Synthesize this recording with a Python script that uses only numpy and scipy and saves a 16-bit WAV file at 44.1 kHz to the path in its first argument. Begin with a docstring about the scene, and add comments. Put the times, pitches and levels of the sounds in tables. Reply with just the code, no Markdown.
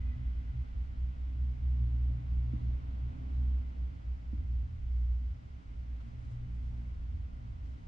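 """A large, nearly empty concrete hall, heard from a seat on a stereo pair, with a road outside.
Engines boom through the walls, swelling and fading, over a low rumble and a faint wash of tyres
and ventilation. A far horn dies away at the start. Near the microphones, at a table, come two
dull bumps and faint handling, both answered by the hall, and the rustle of a sleeve."""
import sys
import numpy as np
from scipy import signal
from scipy.fft import rfft, irfft, next_fast_len
from scipy.io import wavfile

SR = 44100
rng = np.random.default_rng(int(sys.argv[2]) if len(sys.argv) > 2 else 0)


def inscribe(sig):
    """Save sig as 16-bit PCM at rate SR to the path in sys.argv[1].

    A 1-D sig is mono; a 2-D sig holds one channel per row.
    Samples are clipped to [-1, 1] before scaling.
    """
    pcm = np.round(np.clip(np.atleast_2d(sig).T, -1, 1) * 32767)
    wavfile.write(sys.argv[1], SR, pcm.astype(np.int16))


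N = 347067
TIME = np.arange(N) / SR

# How alike the hall sounds at the two microphones: frequency_hz, correlation
MIC_CORRELATION = [(60, 0.94), (120, 0.73), (190, .7), (280, .35), (380, -0.24), (530, -0.8), (1000, -0.82),
                   (1600, -0.59), (2200, -0.24), (3000, 0.46), (4700, 0.19), (9000, -0.1)]
# Which way the diffuse sound leans: frequency_hz, left_minus_right_db
MIC_BALANCE = [(60, -2.5), (115, 1.5), (170, -2.5), (250, -6), (350, -4.5), (580, -3), (1000, 0),
               (1500, 0.5), (2050, 3.5), (2550, -1.5), (3100, 1), (4200, -1.5), (9000, -2.5)]

# Noise colours at the seat: frequency_hz, relative_density_db
AIR_SPECTRUM = [(200, -3), (800, 2.5), (2000, -2), (3500, -10), (5000, -8), (6500, -13), (8000, -19),
                (9200, -22.5), (10000, -31), (11000, -40)]
RUMBLE_SPECTRUM = [(6, -28.5), (14, -5.5), (27, 3), (40, -1), (50, 1.5), (66, -1), (82, 2), (96, -3.5),
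                   (112, -3), (140, -15.5), (200, -60), (400, -100)]
TRAFFIC_BODY_SPECTRUM = [(20, -61.5), (70, -25.5), (120, -0.5), (142, 0), (158, 1), (200, -1.5),
                         (240, -3.5), (285, -2.5), (315, -8), (350, -18), (450, -26), (700, -61),
                         (3000, -100)]
TYRE_ROAR_SPECTRUM = [(40, -42.5), (150, -20.5), (350, -3), (550, 1), (830, -0.5), (1100, -5.5),
                      (1600, -23.5), (6000, -69.5)]
TYRE_HISS_SPECTRUM = [(200, -30.5), (700, -5), (1100, -0.5), (1400, 2), (1800, -5), (2050, 0), (2500, -6),
                      (3050, -7), (3800, -12.5), (5500, -24), (8000, -34), (11000, -51.5)]
CLOTH_SPECTRUM = [(150, -21), (450, 1), (1000, -5), (2500, -13), (6000, -18), (10000, -29)]

# The deep rumble, easing once the heavy vehicle has gone: time_s, level_db
RUMBLE_LEVEL = [(0, -46), (1.1, -46.3), (4.0, -47), (5.25, -48.5), (5.5, -50.5), (6.3, -47.5), (6.7, -47.5),
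                (7.87, -47)]
# Vehicles going by outside; at the start the hiss also swells as the horn dies away: nearest_s,
# body_and_roar_gain_db, hiss_gain_db, nearest_to_half_power_s
VEHICLE_PASSES = [(0.15, -7, 0, 0.92), (2.6, -2.5, -0.5, 0.95), (3.4, -4, -4, 0.48), (6.45, -7.5, -5, .6),
                  (7.65, -7, -12, .4)]
# Partials of the far horn: pitch_hz, level_db, left_minus_right_db
HORN_PARTIALS = [(830, -76.5, 0.5), (995, -76.5, -1), (1249, -79.5, 2), (1500, -80, -1.5), (1678, -80, 2.5),
                 (1976, -72.5, 4.5), (2030, -79, 4), (2090, -75.5, 4.5), (2470, -78, -4), (3000, -84.5, 0),
                 (3360, -84, -0.5)]

# Things touched on the table: peak_s, level_db, centre_hz, length_s
TABLE_TOUCHES = [(2.57, -76, 2570, .22), (3.334, -78, 3000, 0.09), (4.356, -80, 1890, 0.077),
                 (4.958, -81.5, 3510, 0.074), (6.009, -68.5, 1900, 0.017), (6.012, -70.5, 560, .025),
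                 (6.547, -83, 5000, 0.03), (6.727, -69, 600, 0.052), (7.678, -79.5, 3600, .1)]
# Knocks on the furniture: start_s, strike_db, hall_send_db
KNOCKS = [(2.531, -27.5, -1.5), (4.328, -32, -0.5)]
# What the furniture rings with: pitch_hz, relative_db, t60_s
FURNITURE_MODES = [(223.7, -3, .06), (254, -2.5, 0.038), (291, -4, 0.047), (500, 2, 0.023)]

# Engine notes: time_s, pitch_hz
DEEP_ENGINE_PITCH = [(0, 61.5), (0.4, 60.3), (1.5, 62.6), (2.6, 62.2), (3.5, 63.4), (4.7, 60.5),
                     (7.87, 59.5)]  # firing rate of the deep engine
DRONE_ENGINE_PITCH = [(0, 120.7), (1.5, 123.2), (1.9, 119.5), (2.7, 120.2), (3.2, 125.1), (4.4, 120),
                      (5.8, 117), (6.8, 117.6), (7.87, 112.4)]  # firing rate of a higher, droning engine
LIGHT_ENGINE_PITCH = [(0, 242.9), (1.2, 250.3), (2.2, 249.1), (3.4, 254.6), (3.9, 250.8), (6.2, 227.7),
                      (7.0, 234.1), (7.87, 235)]  # second harmonic of a light engine speeding up and easing off

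# Swells as they reach the seat: peak_s, level_db, length_s
SLEEVE_SWELLS = [(6.2, -76, .35), (6.75, -77, .4)]  # an arm reaches across the table
RUMBLE_SURGES = [(0.08, -44.5, .16), (0.783, -45, 0.12), (4.423, -42, 0.13), (4.674, -45, 0.29),
                 (5.246, -46.5, 0.33), (7.18, -44.5, 0.17), (7.609, -45, 0.095)]  # the rumble gathers on one low note
HUM_SWELLS = [(1.85, -64, 0.45), (2.25, -61.5, 0.27), (2.65, -56.5, 0.2), (3.13, -54.5, 0.13)]  # a middle note while the traffic is nearest
LIGHT_ENGINE_SWELLS = [(0.13, -56, 0.32), (1.9, -61, 0.72), (3.35, -56, 0.42), (3.72, -65.5, .2),
                       (6.08, -59.5, 0.076), (6.68, -61.5, 0.28), (7.12, -62.5, .18), (7.4, -62.5, 0.21)]
LIGHT_THIRD_SWELLS = [(3.35, -76, 0.57)]  # the light engine's third harmonic, as it pulls hardest
DRONE_ENGINE_SWELLS = [(0.194, -45, 0.084), (0.568, -42.5, 0.09), (1.46, -48, 0.27), (1.85, -37.5, 0.09),
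                       (1.885, -43, 0.48), (2.187, -42, 0.16), (2.527, -40, 0.41), (3.068, -45, 0.098),
                       (3.24, -51, 0.09), (3.42, -47, 0.14), (4.6, -56.5, .9), (6.17, -45, 0.19),
                       (6.39, -43, 0.25), (6.64, -46, 0.29), (7.182, -49.5, 0.053), (7.487, -55, 0.071)]
DEEP_ENGINE_SWELLS = [(0.058, -32.5, 0.15), (0.288, -32, 0.11), (0.385, -33.5, 0.061), (0.495, -35, 0.06),
                      (0.6, -32.5, 0.073), (0.803, -33, 0.089), (1.04, -32.5, 0.15), (1.27, -36, 0.19),
                      (1.458, -30.5, 0.15), (1.707, -29, 0.18), (1.841, -27, 0.088), (2.025, -30, 0.27),
                      (2.36, -29.5, 0.16), (2.503, -33, 0.16), (2.707, -31, 0.15), (2.897, -36, 0.14),
                      (3.043, -37, 0.13), (3.27, -38.5, 0.15), (3.47, -30, 0.29), (3.67, -39.5, 0.13),
                      (3.837, -33, 0.073), (4.106, -35, 0.099), (4.344, -35.5, 0.17), (4.565, -32.5, 0.18),
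                      (5.035, -30.5, 0.36), (5.279, -33.5, 0.11), (5.81, -40, 0.093), (5.954, -37, 0.068),
                      (6.637, -38.5, 0.25), (6.993, -39, 0.38), (7.37, -49, 0.14), (7.72, -55, 0.1)]
DEEP_THIRD_SWELLS = [(0.14, -61.5, 0.4), (1.1, -61.5, .15), (1.85, -60, 0.52), (2.4, -59.5, 0.25),
                     (3.4, -61.5, 0.37), (6.53, -55, 0.08), (6.85, -65.5, 0.56)]  # the deep engine's third harmonic


def from_db(db):
    """Decibels to gain."""
    return 10 ** (np.asarray(db) / 20)


def unit_rms(x):
    """Scale to an rms of 1."""
    return x / np.sqrt(np.mean(x ** 2) + 1e-20)


def over_time(curve):
    """Read a table at every sample."""
    return np.interp(TIME, *np.transpose(curve))


def at_hz(curve, hz):
    """Read a table along log frequency."""
    frequency_hz, value = np.transpose(curve)
    return np.interp(np.log(hz), np.log(frequency_hz), value)


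def drift(per_s):
    """A smooth random wander of spread 1 that changes about per_s times a second."""
    pole = np.exp(-80 * np.pi * per_s / SR)
    noise = rng.standard_normal(N // 40 + 2002)  # one value every 40 samples
    slow = signal.lfilter([1], [1, -2 * pole, pole * pole], noise)[2000:]
    return np.interp(np.arange(N) / 40, np.arange(len(slow)), unit_rms(slow))


def pan(left_minus_right_db):
    """Gains at the left and right microphones."""
    return from_db(np.array([[.5], [-.5]]) * left_minus_right_db)


def swells(rows, squareness=3.53):
    """Gain rising and falling about each peak, length at half height; squareness over 2 holds the top."""
    power = 0
    for peak_s, level_db, length_s in rows:
        from_peak = np.minimum(np.abs(2 * (TIME - peak_s) / length_s), 10)
        power += from_db(2 * level_db) * .5 ** (2 * from_peak ** squareness)
    return np.sqrt(power)


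def diffuse_noise(spectrum):
    """Coloured noise reaching the two microphones from all round the hall; rms 1."""
    size = next_fast_len(N, True)
    hz = np.maximum(np.fft.rfftfreq(size, 1 / SR), 1)
    mid, side = rfft(rng.standard_normal((2, size)))
    alike = at_hz(MIC_CORRELATION, hz)
    pair = np.sqrt(1 + alike) * mid + np.sqrt(1 - alike) * side * [[1], [-1]]
    coloured = pair * pan(at_hz(MIC_BALANCE, hz)) * from_db(at_hz(spectrum, hz))
    return unit_rms(irfft(coloured, size)[:, :N])


def hall_tone(hz, scatter, flutter_per_s, left_lag_rad):
    """A tone plus its many reflections, which shift its strength and phase at random; rms 1."""
    phase = 2 * np.pi * np.cumsum(hz * np.ones(N)) / SR
    phase_at_mics = phase - left_lag_rad * np.array([[1], [0]])
    paths = 1 + scatter * (drift(flutter_per_s) + 1j * drift(flutter_per_s))
    return unit_rms(np.real(paths * np.exp(1j * phase_at_mics)))


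def hall_answer(nearby, build_s=0.047, t60_s=1.15):
    """Echoes of a nearby sound gather from the far walls, then die away."""
    t = TIME[:2 * SR]
    tail = rng.standard_normal((2, len(t))) * (1 - np.exp(-t / build_s)) * from_db(-60 * t / t60_s)
    tail /= np.sqrt(np.sum(tail ** 2, axis=1, keepdims=True))
    return signal.fftconvolve(np.atleast_2d(nearby), tail, axes=1)[:, :N]


def ventilation(air_db=-72, blade_hz=420, blade_db=-82.5):
    """Moving air hisses softly all round the microphones, with a faint fan tone."""
    blades = from_db(blade_db) * hall_tone(blade_hz, scatter=1.0, flutter_per_s=1.9, left_lag_rad=2.4)
    return from_db(air_db) * diffuse_noise(AIR_SPECTRUM) + blades


def far_horn(stop_s=0.05, t60_s=2.8, smear_share=.007):
    """A far two-note vehicle horn stops and lingers in the hall, which smears the high partials most."""
    fade = from_db(-60 * np.maximum(TIME - stop_s, 0) / t60_s)
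    partials = 0
    for hz, level_db, lean_db in HORN_PARTIALS:
        lag_rad = -np.arccos(at_hz(MIC_CORRELATION, hz))
        tone = hall_tone(hz, scatter=1.2, flutter_per_s=smear_share * hz, left_lag_rad=lag_rad)
        partials += from_db(level_db) * pan(lean_db) * tone
    return fade * partials


def sleeve(catch_db=4, catches_per_s=9):
    """A sleeve slides softly over wrappers on the table, catching and letting go."""
    catching = from_db(catch_db * drift(catches_per_s))
    return swells(SLEEVE_SWELLS) * catching * diffuse_noise(CLOTH_SPECTRUM)


def handling(grain_db=3, hall_db=-3):
    """Grainy scuffs of fingers on cups and wrappers nearby, blurred by the hall."""
    direct, t = np.zeros((2, N)), TIME[:SR]
    for peak_s, level_db, centre_hz, length_s in TABLE_TOUCHES:
        band = signal.butter(2, [centre_hz / 1.6, centre_hz * 1.6], "band", fs=SR, output="sos")
        grains = rng.standard_normal((2, len(t))) * from_db(grain_db * rng.standard_normal(len(t)))
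        touch = 2 * t / length_s * np.exp(1 - 2 * t / length_s)
        scuff = from_db(level_db) * touch * unit_rms(signal.sosfilt(band, grains))
        start = round((peak_s - length_s / 2) * SR)
        direct[:, start:start + len(t)] += scuff[:, :N - start]
    return direct + from_db(hall_db) * hall_answer(direct)


def bumps(band_hz=(180, 295), contact_s=0.0039, rebound_s=.02, rebound_db=-11):
    """Soft knocks on furniture to the right rebound once and ring briefly, then the hall answers."""
    strikes, to_hall = np.zeros((2, N))
    for start_s, strike_db, send_db in KNOCKS:
        contacts = [round(start_s * SR), round((start_s + rebound_s) * SR)]
        strikes[contacts] = from_db([strike_db, strike_db + rebound_db])
        to_hall[contacts] = strikes[contacts] * from_db(send_db)
    t = TIME[:2 * SR]
    ring = sum(from_db(db - 60 * t / t60_s) * np.sin(2 * np.pi * hz * t)
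               for hz, db, t60_s in FURNITURE_MODES)
    # a padded contact has no treble, and a small body radiates little bass
    band = signal.butter(2, band_hz, "band", fs=SR, output="sos")
    thud = signal.sosfilt(band, ring * (1 - np.exp(-t / contact_s)))
    direct = signal.fftconvolve(strikes, thud)[:N]
    echoes = hall_answer(signal.fftconvolve(to_hall, thud)[:N])
    return (direct + echoes) * pan(-10)


def road_noise(spectrum, passing_power, far_db, near_db):
    """The steady noise of far traffic, lifted by the vehicles that come near."""
    return np.sqrt(from_db(2 * far_db) + passing_power * from_db(2 * near_db)) * diffuse_noise(spectrum)


def passing_traffic(falloff=1.7):
    """Tyres roar and hiss as vehicles go by; falloff is 1 on open ground, more where buildings screen."""
    roar_power, hiss_power = 0, 0
    for nearest_s, roar_db, hiss_db, half_power_s in VEHICLE_PASSES:
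        nearness = 1 / (1 + np.abs((TIME - nearest_s) / half_power_s) ** (2 * falloff))
        roar_power += nearness * from_db(2 * roar_db)
        hiss_power += nearness * from_db(2 * hiss_db)
    body = road_noise(TRAFFIC_BODY_SPECTRUM, roar_power, far_db=-62.5, near_db=-54.0)
    roar = road_noise(TYRE_ROAR_SPECTRUM, roar_power, far_db=-68.0, near_db=-62.0)
    hiss = road_noise(TYRE_HISS_SPECTRUM, hiss_power, far_db=-70.0, near_db=-69.5)
    return body + roar + hiss


def road_rumble(unsteady_db=1.5, surge_hz=80.2):
    """Heavy traffic outside rumbles unevenly and surges on one low note."""
    level_db = over_time(RUMBLE_LEVEL) - unsteady_db * drift(per_s=1.4)
    rumble = from_db(level_db) * diffuse_noise(RUMBLE_SPECTRUM)
    note = hall_tone(surge_hz, scatter=0.15, flutter_per_s=2.2, left_lag_rad=0.12)
    return rumble + swells(RUMBLE_SURGES) * note * pan(-1.4)


def traffic_hum(pitch_hz=157.4):
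    """The hall hums on a middle note while the traffic is nearest."""
    note = hall_tone(pitch_hz, scatter=0.27, flutter_per_s=3.3, left_lag_rad=.2)
    return swells(HUM_SWELLS) * note * pan(-2)


def engine_note(hz, swell_rows, rest_db, scatter, flutter_per_s, left_lag_rad, wander_hz=0.96):
    """A weak, wavering note gives way to clear, strong swells; the engine never runs quite evenly."""
    hz = hz + wander_hz * drift(per_s=5.26)
    swell, rest = swells(swell_rows), from_db(rest_db)
    clear = hall_tone(hz, scatter, flutter_per_s, left_lag_rad)
    wavering = hall_tone(hz, scatter=2.0, flutter_per_s=7, left_lag_rad=left_lag_rad)
    giving_way = rest / np.hypot(rest, swell)
    return swell * clear + rest * giving_way * wavering


def light_engine():
    """A light engine whines outside, to the right, on its second harmonic; its third follows faintly."""
    hz = over_time(LIGHT_ENGINE_PITCH)
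    second = engine_note(hz, LIGHT_ENGINE_SWELLS, rest_db=-70.0,
                         scatter=0.22, flutter_per_s=4.2, left_lag_rad=0.97)
    third = hall_tone(1.5 * hz, scatter=0.27, flutter_per_s=4.6, left_lag_rad=0.92)
    return second * pan(-7) + swells(LIGHT_THIRD_SWELLS) * third * pan(-4.5)


def droning_engine():
    """Only this engine's firing note gets through the walls, about an octave above the deep one."""
    firing = engine_note(over_time(DRONE_ENGINE_PITCH), DRONE_ENGINE_SWELLS, rest_db=-56.0,
                         scatter=0.22, flutter_per_s=5.6, left_lag_rad=0.086)
    return firing * pan(0.61)


def deep_engine():
    """A low firing note booms through the walls, with a faint third harmonic."""
    hz = over_time(DEEP_ENGINE_PITCH)
    firing = engine_note(hz, DEEP_ENGINE_SWELLS, rest_db=-44.5,
                         scatter=.11, flutter_per_s=14.0, left_lag_rad=0.077)
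    third = engine_note(3 * hz, DEEP_THIRD_SWELLS, rest_db=-69.5,
                        scatter=.3, flutter_per_s=4.5, left_lag_rad=0.48)
    return firing * pan(-0.89) + third * pan(-4.5)


def scene():
    """Everything that reaches the microphones at the seat."""
    background = ventilation() + far_horn()
    table = sleeve() + handling() + bumps()
    road = passing_traffic() + road_rumble()
    engines = traffic_hum() + light_engine() + droning_engine() + deep_engine()
    return background + table + road + engines


def record(dry, fade_in_s=.005, cutoff_hz=10300):
    """The sound eases in over a few milliseconds; the top is cut steeply."""
    fade_in = np.minimum(TIME / fade_in_s, 1)
    lowpass = signal.ellip(10, .1, 80, cutoff_hz, fs=SR, output="sos")
    return signal.sosfilt(lowpass, dry * fade_in)


dry = scene()
out = record(dry)
inscribe(out)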